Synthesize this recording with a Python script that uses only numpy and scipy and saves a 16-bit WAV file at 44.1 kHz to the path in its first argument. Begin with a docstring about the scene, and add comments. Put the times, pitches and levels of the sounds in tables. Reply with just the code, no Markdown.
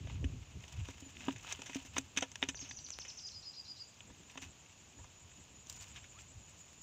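"""Weedy pond edge, hand on the microphone

Two crickets, sines wavering in pitch, chirp over a thin chorus of narrow-band noise. Whistles gliding in pitch
make two small birds nearby: chips that slow into a trill, then buzzes, with an echo from bank and reeds.
A hand shifts on the microphone's case: noise bursts drive its resonances as ticks, scrapes and rustle, and
pushes ring hollow thuds. Low noise rumbles on the port as wind, swelling in gusts and when the hand bumps the
case, over steady far leaves and hiss.
"""
import sys
import numpy as np
from scipy import signal
from scipy.fft import rfft, irfft
from scipy.io import wavfile
from scipy.ndimage import uniform_filter1d

SR = 44100
rng = np.random.default_rng(int(sys.argv[2]) if len(sys.argv) > 2 else 0)


def boost(x):
    """Linear amplitude factor 10**(x/20) for a level x in decibels (scalar or array-like)."""
    u = np.asarray(x, float) / 20
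    return 10 ** u


def dump(signal):
    """Clip the signal to [-1, 1] and save it as 16-bit WAV at the path in sys.argv[1]."""
    limited = np.clip(np.atleast_2d(signal).T, -1, 1)
    pcm = np.round(limited * 32767).astype(np.int16)
    wavfile.write(sys.argv[1], SR, pcm)


N = 301070
T = np.arange(N) / SR

# steady rubbing of the resting hand: time_s, middle_drive_db, top_drive_db
RUB = [(0.0, -70, -95), (0.5, -70, -93.5), (0.7, -68.5, -80.5), (1.4, -64, -75), (1.7, -57, -70),
       (1.85, -68, -81.5), (3.2, -69.5, -82.5), (3.45, -89, -87.5), (4.05, -71, -85), (4.33, -65, -78),
       (4.5, -73.5, -90.5), (5.6, -72, -86.5), (6.83, -73, -83)]


def level(x, db):
    """Scale to an rms level in dB."""
    return x * boost(db) / np.sqrt(np.mean(x ** 2))


def curves(table):
    """Columns of a table after its times, drawn as lines with one value a sample."""
    s, *columns = np.transpose(table)
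    return [np.interp(T, s, c) for c in columns]


def band(x, lo_hz, hi_hz, order=2):
    """Band-pass."""
    return signal.sosfilt(signal.butter(order, [lo_hz, hi_hz], "band", fs=SR, output="sos"), x)


def response(table):
    """Causal (minimum-phase) impulse response that follows (Hz, dB) points."""
    size = 16384
    hz, db = np.transpose(table)
    bins_hz = np.arange(size // 2 + 1) * SR / size
    gain = boost(np.interp(np.log(bins_hz + 1), np.log(hz), db))
    # fold the cepstrum forward so that nothing sounds ahead of its cause
    cepstrum = irfft(np.log(gain))
    cepstrum[1:size // 2] *= 2
    cepstrum[size // 2 + 1:] = 0
    return irfft(np.exp(rfft(cepstrum)))[:size // 2]


def colour(x, table):
    """Filter by (Hz, dB) points."""
    return signal.oaconvolve(x, response(table))[:N]


def walk(rate):
    """Random levels held 1 / rate s and smoothed twice; spread near 1."""
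    k = int(SR / rate)
    held = np.repeat(rng.standard_normal(N // k + 1), k)
    return 1.6 * uniform_filter1d(uniform_filter1d(held, k), k)[:N]


def swells(steady_db, events):
    """Gains of a steady level plus swells that rise and fall evenly in dB round their peak."""
    power = boost(np.array(steady_db)) ** 2
    for s, *peak_db, fall_s in events:
        swell_db = np.array(peak_db)[:, None] - 10 * np.abs(T - s) / fall_s
        power = power + boost(swell_db) ** 2
    return np.sqrt(power)


def beat(table):
    """Place within each repeat (-.5 to .5, 0 in its middle) and repeats per second."""
    turns, = curves(table)
    return (turns + .5) % 1 - .5, np.gradient(turns) * SR


def wing(hz, waver_hz):
    """A ringing wing: a sine whose pitch wavers quickly."""
    return np.sin(2 * np.pi * np.cumsum(hz + waver_hz * walk(90)) / SR)


def crickets():
    """Five wing strokes a chirp up high; pairs of longer notes below; a blur of far ones as narrow noise."""
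    # tempo of the high cricket, drifting a little: time_s, chirps_so_far
    high_chirps = [(-.29, 0), (.516, 8), (2.099, 24), (2.514, 28), (4.089, 44), (5.312, 56), (6.89, 72)]
    # tempo of the low cricket: time_s, note_pairs_so_far (a whole count is the middle of a pair)
    low_pairs = [(-.24, 0), (.478, 4), (1.227, 8), (1.632, 10), (3.1, 18), (5.774, 32), (6.135, 34),
                 (7.13, 40)]
    # how strongly each is heard: time_s, high_gain_db, low_gain_db, chorus_gain_db
    insects = [(0.0, -84, -72, -81), (0.61, -83.5, -77, -71), (1.63, -79, -68.5, -62.5),
               (2.15, -74.5, -79, -71), (2.53, -73.5, -70.5, -70), (2.91, -78.5, -76, -66.5),
               (3.36, -79, -77, -69), (3.84, -76.5, -73, -70), (5.15, -77, -67.5, -66.5),
               (5.89, -72, -68.5, -60.5), (6.29, -72.5, -72, -62), (6.83, -78.5, -64, -64.5)]
    high_db, low_db, chorus_db = curves(insects)

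    place, rate = beat(high_chirps)
    stroke = place / rate * 120 + 2.0  # 120 strokes a second
    strokes = (.2 + .8 * np.sin(np.pi * stroke) ** 2) * (stroke > 0) * (stroke < 5)
    high = strokes * boost(2.133 * walk(60)) * wing(7530 + 18 * stroke, 40.124)

    place, rate = beat(low_pairs)
    from_note_s = np.abs(place / rate) - .023  # the notes stand 23 ms either side of the middle
    notes = np.exp(-(from_note_s / 0.018406) ** 2)
    low = notes * boost(3 * walk(25)) * wing(6970, 28)

    chorus = boost(1.747 * walk(8.3)) * band(rng.standard_normal(N), 6769.5, 7102.2)
    near = level(high, 4.401) * boost(high_db) + level(low, 0.7854) * boost(low_db)
    return near + level(chorus, -3) * boost(chorus_db)


def wind():
    """Low eddies of coloured noise on the port; a higher buffet swells in gusts and when the hand bumps the case."""
    # steady wind on the port: time_s, level_db
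    steady_wind = [(0.0, -47), (0.36, -45), (0.46, -61), (1.2, -58.5), (1.9, -61.5), (2.15, -64.5),
                   (2.55, -58.5), (3.5, -67.5), (4.0, -68.5), (5.2, -66.5), (5.9, -59), (6.05, -64),
                   (6.37, -59.5), (6.73, -66.5), (6.83, -63.5)]
    # gusts, and bumps of the hand on the case: peak_s, eddies_db, buffet_db, time to fall by 10 dB fall_s
    gusts_and_bumps = [(0.0, -33.5, -52.5, 0.0448), (0.11, -37.5, -60, 0.0625), (0.23, -29, -44, 0.0231),
                       (0.33, -43, -53, 0.0433), (0.57, -43, -55.5, 0.0335), (0.81, -34.5, -57, 0.0405),
                       (1.28, -65.5, -55, 0.0752), (1.37, -47, -61.5, 0.0249), (1.98, -53.5, -57, 0.047),
                       (2.17, -57.5, -61, 0.0829), (4.1, -56.5, -56, 0.03), (4.2, -63, -62.5, 0.0439),
                       (4.47, -62, -66.5, 0.1209), (5.0, -50, -56, 0.0239), (5.05, -54, -76, 0.0248),
                       (5.4, -62.5, -59, 0.0138)]
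    # spectrum of the eddies: frequency_hz, density_db (per Hz)
    eddy_colour = [(12, -58.5), (20, -39), (32, -5), (63, -2), (81, 0.5), (98, 0), (134, -8), (160, -12.5),
                   (210, -35.5), (350, -120)]
    buffet_db = -10.5  # against the steady wind
    wind_db, = curves(steady_wind)
    low, high = swells([wind_db, wind_db + buffet_db], gusts_and_bumps)
    eddies = level(colour(rng.standard_normal(N), eddy_colour), 0) * boost(1.8 * walk(25))
    buffet = level(band(rng.standard_normal(N), 119.89, 295.84), 0) * boost(2.0 * walk(30))
    return low * eddies + high * buffet


def case(table, low, middle, top):
    """Three drives into the low, middle and bright parts of the case's response, with its resonances."""
    # resonances of the case: frequency_hz, width_hz, gain_db
    case_modes = [(958.68, 54.53, 2.5), (1705.9, 70.8, -5.5), (2110.2, 71.13, -5), (2543.4, 172.7, 0.5),
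                  (2956.6, 187.3, -5), (3671.3, 45, -12.5), (6348.3, 600, -13.5)]
    unit = response(table)[:SR // 20]
    rings = sum(boost(db) * signal.lfilter(*signal.iirpeak(hz, hz / width, SR), unit)
                for hz, width, db in case_modes)
    unit = unit + rings
    parts = [band(unit, lo, hi, order=3) for lo, hi in ((330, 1500), (1500, 4300), (4300, 17000))]
    # the top part is scaled by its 8-15 kHz strength alone
    sizes = parts[:2] + [band(unit, 8000, 15000, order=3)]
    drives = low, middle, top
    return sum(signal.oaconvolve(x, h / np.linalg.norm(size))[:N] for x, h, size in zip(drives, parts, sizes))


def rustle():
    """Dense tiny slips of very uneven size, in flurries; the treble crackles more unevenly still."""
    # rub strokes: peak_s, middle_drive_db, top_drive_db, time to fall by 10 dB fall_s
    rub_strokes = [(0.12, -56, -82, 0.0597), (0.31, -60.5, -85.5, 0.0013), (0.86, -59, -75.5, 0.2227),
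                   (1.25, -53, -67.5, 0.1146), (1.519, -46, -65, 0.0567), (1.77, -46.5, -61, 0.033),
                   (1.86, -59.5, -70.5, 0.055), (1.981, -46.5, -60, 0.0256), (2.18, -64.5, -69.5, 0.06),
                   (2.23, -50, -85, 0.0276), (2.45, -52.5, -72, 0.0374), (2.65, -53, -75, 0.0422),
                   (3.07, -59.5, -78.5, 0.1057), (4.44, -50.5, -64, 0.0242), (5.05, -68.5, -92, 0.0249),
                   (5.7, -65, -68.5, 0.0251), (5.77, -58.5, -65.5, 0.0539), (5.84, -58.5, -69, 0.0752),
                   (5.99, -59, -79, 0.0461), (6.19, -59.5, -72, 0.0417), (6.59, -63, -70.5, 0.0182),
                   (6.72, -69, -71.5, 0.0281)]
    # spectrum of the rubbed case: frequency_hz, density_db (per Hz)
    rubbed = [(240, -38), (400, -16.5), (579, -10), (666, -4.5), (935, -7.5), (1490, -7), (2840, 4),
              (4380, -7), (7170, -0.5), (10500, -27.5), (14800, -19), (16000, -16.5)]
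    middle, top = swells(curves(RUB), rub_strokes)
    size_db = np.minimum(5.5 * rng.exponential(size=N), 27)
    slips = level(rng.standard_normal(N) * boost(size_db + 2.7976 * walk(70)), 0)
    crackle = level(slips * boost(3.3 * walk(220)), 0)
    return case(rubbed, slips * middle * boost(-9), slips * middle, crackle * top)


def air():
    """Far leaves and the microphone's own hiss, as one steady coloured noise."""
    # spectrum of the background: frequency_hz, density_db (per Hz, relative)
    air_colour = [(71, -27), (120, -3), (410, -11.5), (1050, -12), (1320, -15), (1980, -16.5), (2700, -10),
                  (4590, -18), (5750, -16.5), (6770, -9), (7660, -20.5), (8660, -31), (11800, -38.5),
                  (15000, -32.5), (16000, -43.5)]
    return level(colour(rng.standard_normal(N), air_colour), -63)


def strays():
    """Faint touches at chance moments, louder while the resting hand rubs harder."""
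    per_s, above_rub_db, scatter_db, length_ms = 9, 7.5, 3.5, 5.51
    low_db, top_db = -8, -13  # against the middle
    count = int(per_s * N / SR)
    s = rng.uniform(0, T[-1] - .07, count)
    chance = rng.standard_normal((count, 3))
    db = np.interp(s, *np.transpose(RUB)[:2]) + above_rub_db
    db = db[:, None] + [0, low_db, top_db] + scatter_db * chance
    return np.column_stack([s, db, np.full(count, length_ms)]).tolist()


def touches():
    """Each touch is a burst of slip noise into the case; firm pushes ring the hollow body."""
    # ticks and scrapes on the case: start_s, middle_drive_db, low_drive_db, top_drive_db, nominal length_ms
    case_touches = [(0.0712, -50, -49.5, -71.5, 5.205), (0.0969, -47, -49.5, -73.5, 4.698),
                    (0.2422, -42.5, -54.5, -63.5, 5.524), (0.6387, -48, -52, -73.5, 3.485),
                    (0.6803, -49, -59, -64, 1.963), (0.8856, -44.5, -44.5, -64, 4),
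                    (1.1689, -43.5, -66, -82.5, 2.139), (1.2046, -48.5, -65.5, -68.5, 9.01),
                    (1.282, -39.5, -34, -78, 6.785), (1.3079, -43, -58, -79, 3.25),
                    (1.3583, -51, -63, -71.5, 13.3), (1.4466, -55, -47.5, -74.5, 2.301),
                    (1.4875, -49, -59, -62, 14.23), (1.523, -41.5, -50, -45, 5.418),
                    (1.591, -51.5, -51.5, -80.5, 6.56), (1.6185, -40, -43, -51, 3.665),
                    (1.6582, -47, -57, -59.5, 17.37), (1.6956, -45, -46.5, -65.5, 5.36),
                    (1.731, -44.5, -73, -62.5, 5.226), (1.746, -41, -71, -51.5, 5.263),
                    (1.8491, -51, -58.5, -64, 7.02), (1.9648, -33.5, -34.5, -60.5, 6.666),
                    (1.9811, -29, -37.5, -38.5, 4.055), (2.1636, -41.5, -51, -59.5, 5.277),
                    (2.1721, -26.5, -42.5, -43, 8.731), (2.1875, -39.5, -46.5, -45, 0.579),
                    (2.2087, -43, -69.5, -51.5, 3.694), (2.2227, -33.5, -36, -51, 9.791),
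                    (2.3158, -49.5, -62, -59, 4.103), (2.356, -38, -48.5, -49, 3.269),
                    (2.4203, -44.5, -47, -51.5, 1.7855), (2.4267, -23, -32, -61.5, 3.2625),
                    (2.4362, -33, -43.5, -53.5, 4.021), (2.487, -32.5, -48, -46, 8.342),
                    (2.545, -45.5, -48, -70.5, 2.827), (2.591, -51, -56, -65, 3.262),
                    (2.7101, -42, -53, -79, 4.799), (2.8881, -52.5, -55, -58, 1.027),
                    (2.9047, -41, -53.5, -47.5, 1.763), (2.9881, -42, -32.5, -57, 0.8982),
                    (3.05, -46, -57.5, -66.5, 7.77), (4.0053, -47.5, -56, -74.5, 3.036),
                    (4.1, -63.5, -57, -82.5, 6.8), (4.2323, -55, -77, -74, 3.63),
                    (4.2963, -54.5, -79, -71, 9.79), (4.355, -55.5, -48, -82.5, 3.36),
                    (4.374, -40.5, -46, -61, 6.84), (4.4239, -47.5, -70.5, -59.5, 8.18),
                    (4.985, -66, -57, -79.5, 12.6), (5.0416, -60.5, -53, -72, 6.634),
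                    (5.67, -61, -71.5, -60.5, 2.638), (5.9577, -47.5, -73.5, -67.5, 11.42),
                    (6.0413, -49.5, -69.5, -73, 7.574), (6.1873, -48.5, -70, -80, 3.254),
                    (6.7312, -60.5, -70, -47, 0.863)]
    # pushes that ring the hollow body: start_s, push_db
    thuds = [(0.1472, -55), (0.2422, -35.5), (0.8861, -45.5), (1.0235, -47.5), (1.064, -50.5),
             (1.2048, -53), (1.282, -28), (1.591, -48.5), (1.6955, -48), (1.757, -33), (1.8495, -53),
             (1.9646, -47), (1.9815, -35), (2.1723, -38.5), (2.2227, -39.5), (2.4267, -36), (2.487, -40),
             (2.6258, -48), (2.7102, -57), (4.355, -55.5), (4.374, -50), (4.4238, -50)]
    # spectrum of the touched case: frequency_hz, density_db (per Hz)
    case_colour = [(240, -25), (400, 0.5), (460, -15.5), (504, -3), (645, -4.5), (949, -6), (1250, -7.5),
                   (1510, -6.5), (1840, -4.5), (3640, -3), (4310, -24), (6150, -3), (10100, -32.5),
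                   (14600, -49), (16000, -27.5)]
    # resonances of the hollow body: frequency_hz, width_hz, gain_db (before the scaling by width)
    hollow = [(270.04, 20.83, 3), (435.3, 220, -11), (201.38, 118.7, -8.5)]
    drive, push, tick = np.zeros((3, N)), np.zeros(N), np.zeros(N)
    t_ms = T[:SR // 16] * 1000
    rows = case_touches + strays()
    chance = rng.standard_normal((len(rows), len(t_ms)))
    for (s, mid_db, low_db, top_db, length_ms), noise in zip(rows, chance):
        i = int(s * SR)
        decay_ms = max(length_ms - .95, .06)
        burst = noise * (1 - np.exp(-t_ms / (0.1009 * decay_ms))) * np.exp(-t_ms / decay_ms)
        burst[0] = 0.5496  # the first snap
        burst *= np.sqrt(length_ms * SR / 2000) / np.linalg.norm(burst)
        bare = np.exp(-(length_ms / 1.7) ** 4)  # the briefest are bare ticks that ring nothing
        tick[i] += bare * boost(mid_db + 29)
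        drive[:, i:i + len(t_ms)] += (1 - bare) * burst * boost(np.array([[low_db], [mid_db], [top_db]]))
    for s, push_db in thuds:
        i = int(s * SR)
        push[i:i + len(t_ms)] += boost(push_db) * (t_ms / 0.48084) * np.exp(1 - t_ms / 0.31431)
    thud = sum(boost(db) * signal.lfilter(*signal.iirpeak(hz, hz / width, SR), push) * 300 / width
               for hz, width, db in hollow)
    return case(case_colour, *drive) + thud + band(tick, 222.7, 4181)


def sing(shape, notes):
    """A whistle that follows the note shape; pulsing shakes its level up as its pitch dips."""
    out = np.zeros(N)
    ms, hz, db, pulsing = np.transpose(shape)
    t_ms = np.arange(int(ms[-1] * SR / 1000)) / SR * 1000
    rasp = uniform_filter1d(rng.standard_normal((len(notes), len(t_ms))), size=30) * 4
    for (s, note_db, pitch), rough in zip(notes, rasp):
        pulse = np.cos(2 * np.pi * 0.072858 * (t_ms - 13))  # cycles per ms
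        shake = np.interp(t_ms, ms, pulsing) * (pulse + rough)
        f = pitch * np.interp(t_ms, ms, hz) - 45 * shake
        gain = boost(note_db + np.interp(t_ms, ms, db) + 0.1304 * shake)
        whistle = np.sin(2 * np.pi * np.cumsum(f) / SR)
        i = int(s * SR)
        out[i:i + len(t_ms)] += gain * signal.windows.tukey(len(t_ms), .15) * whistle
    return out


def birds():
    """Faint low rises, chips slowing into a trill, two-voiced buzzes; an echo off the bank, scatter from reeds."""
    # note shapes: time_ms, pitch_hz (before ratio and shake), level_db (against the note), pulsing depth
    rise = [(0, 880, -7.5, 0), (29.868, 1150, -1.5, 0), (49.613, 1350, 1, 0),
            (60.09, 1410, -13.5, 0.000069)]
    chip = [(0, 6900, -16, 0), (5, 6350, -5, 0), (10, 6050, 0, 0), (15, 5800, -6, 0), (21, 5400, -18, 0),
            (26, 4800, -1, 2), (28, 4200, -9, 3), (32, 2800, -12, 3), (34, 2400, -24, 0)]
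    slur = [(0, 6650, -10, 0), (10, 6550, 0, 0), (16, 6300, -4, 0), (20, 5600, 0, 0), (25, 4800, -8, 0),
            (33, 3600, -14, 0), (38, 3000, -22, 0)]
    trill = [(0, 6850, -9, 1), (5, 6150, -1, 1), (14, 5600, -3, 2), (21, 5050, 0, 2), (25, 4300, -7, 3),
             (31, 2750, -12, 3), (34, 2300, -24, 0)]
    buzz = [(0, 5750, -16, 6), (8, 5500, -12, 8), (30, 5150, -12, 8), (42, 5080, -5, 3), (55, 5010, 0, 1.5),
            (71, 4900, -1, 2), (88, 4830, -13, 2)]
    buzz_under = [(0, 5200, -26, 0), (8, 4500, -13, 1), (13, 4120, -9, 3), (28, 4350, -12, 6),
                  (45, 4420, -11, 7), (62, 4450, -19, 6)]
    # notes sung: start_s, level_db, pitch_ratio
    rises = [(1.424, -63, 1.2), (6.139, -61, 1.03)]
    chips = [(2.547, -43.5, 0.98806), (2.615, -49.5, 0.8935), (2.687, -43.5, 0.99924),
             (2.763, -43, 0.98134), (2.839, -43, 0.98905)]
    slurs = [(2.592, -44, 1)]
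    trills = [(2.915, -44.5, 0.97235), (2.995, -44, 0.9952), (3.079, -44, 0.98086), (3.17, -45.5, 0.99555),
              (3.263, -45.5, 0.9986)]
    buzzes = [(3.196, -44.5, 1), (3.308, -47, 1), (3.418, -45.5, 1), (3.526, -46, 0.98245),
              (3.642, -46, 0.9866), (3.756, -47.5, 0.9727)]
    # the first buzz lacks the under voice
    songs = ((chip, chips), (trill, trills), (slur, slurs), (buzz, buzzes),
             (buzz_under, buzzes[1:]), (rise, rises))
    direct = sum(sing(*song) for song in songs)

    reeds_t60_s, reeds_db, bank_ms, bank_db = 0.3455, 2, 11, -8  # levels ahead of the band-pass
    t = T[:SR // 2]
    echo = rng.standard_normal(len(t)) * np.exp(-np.log(1000) * t / reeds_t60_s) * (1 - np.exp(-t / 0.0021))
    echo *= boost(reeds_db) / np.linalg.norm(echo)
    echo[int(bank_ms * SR / 1000)] += boost(bank_db)
    return direct + signal.oaconvolve(direct, band(echo, 5496.4, 9247))[:N]


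def scene():
    """All sources at one microphone."""
    return (crickets() + wind() + rustle() + air() + touches() + birds())[None]


def roll_off(x):
    """The treble ends steeply here."""
    return signal.sosfilt(signal.butter(12, 16270, fs=SR, output="sos"), x)


def record(dry):
    """The microphone drops the deepest bass and the very top."""
    dry = signal.sosfilt(signal.butter(4, 52, "high", fs=SR, output="sos"), dry)
    mix = signal.sosfilt(signal.ellip(8, .2, 50, 15500, fs=SR, output="sos"), dry)
    return roll_off(mix)


dry = scene()
out = record(dry)
dump(out)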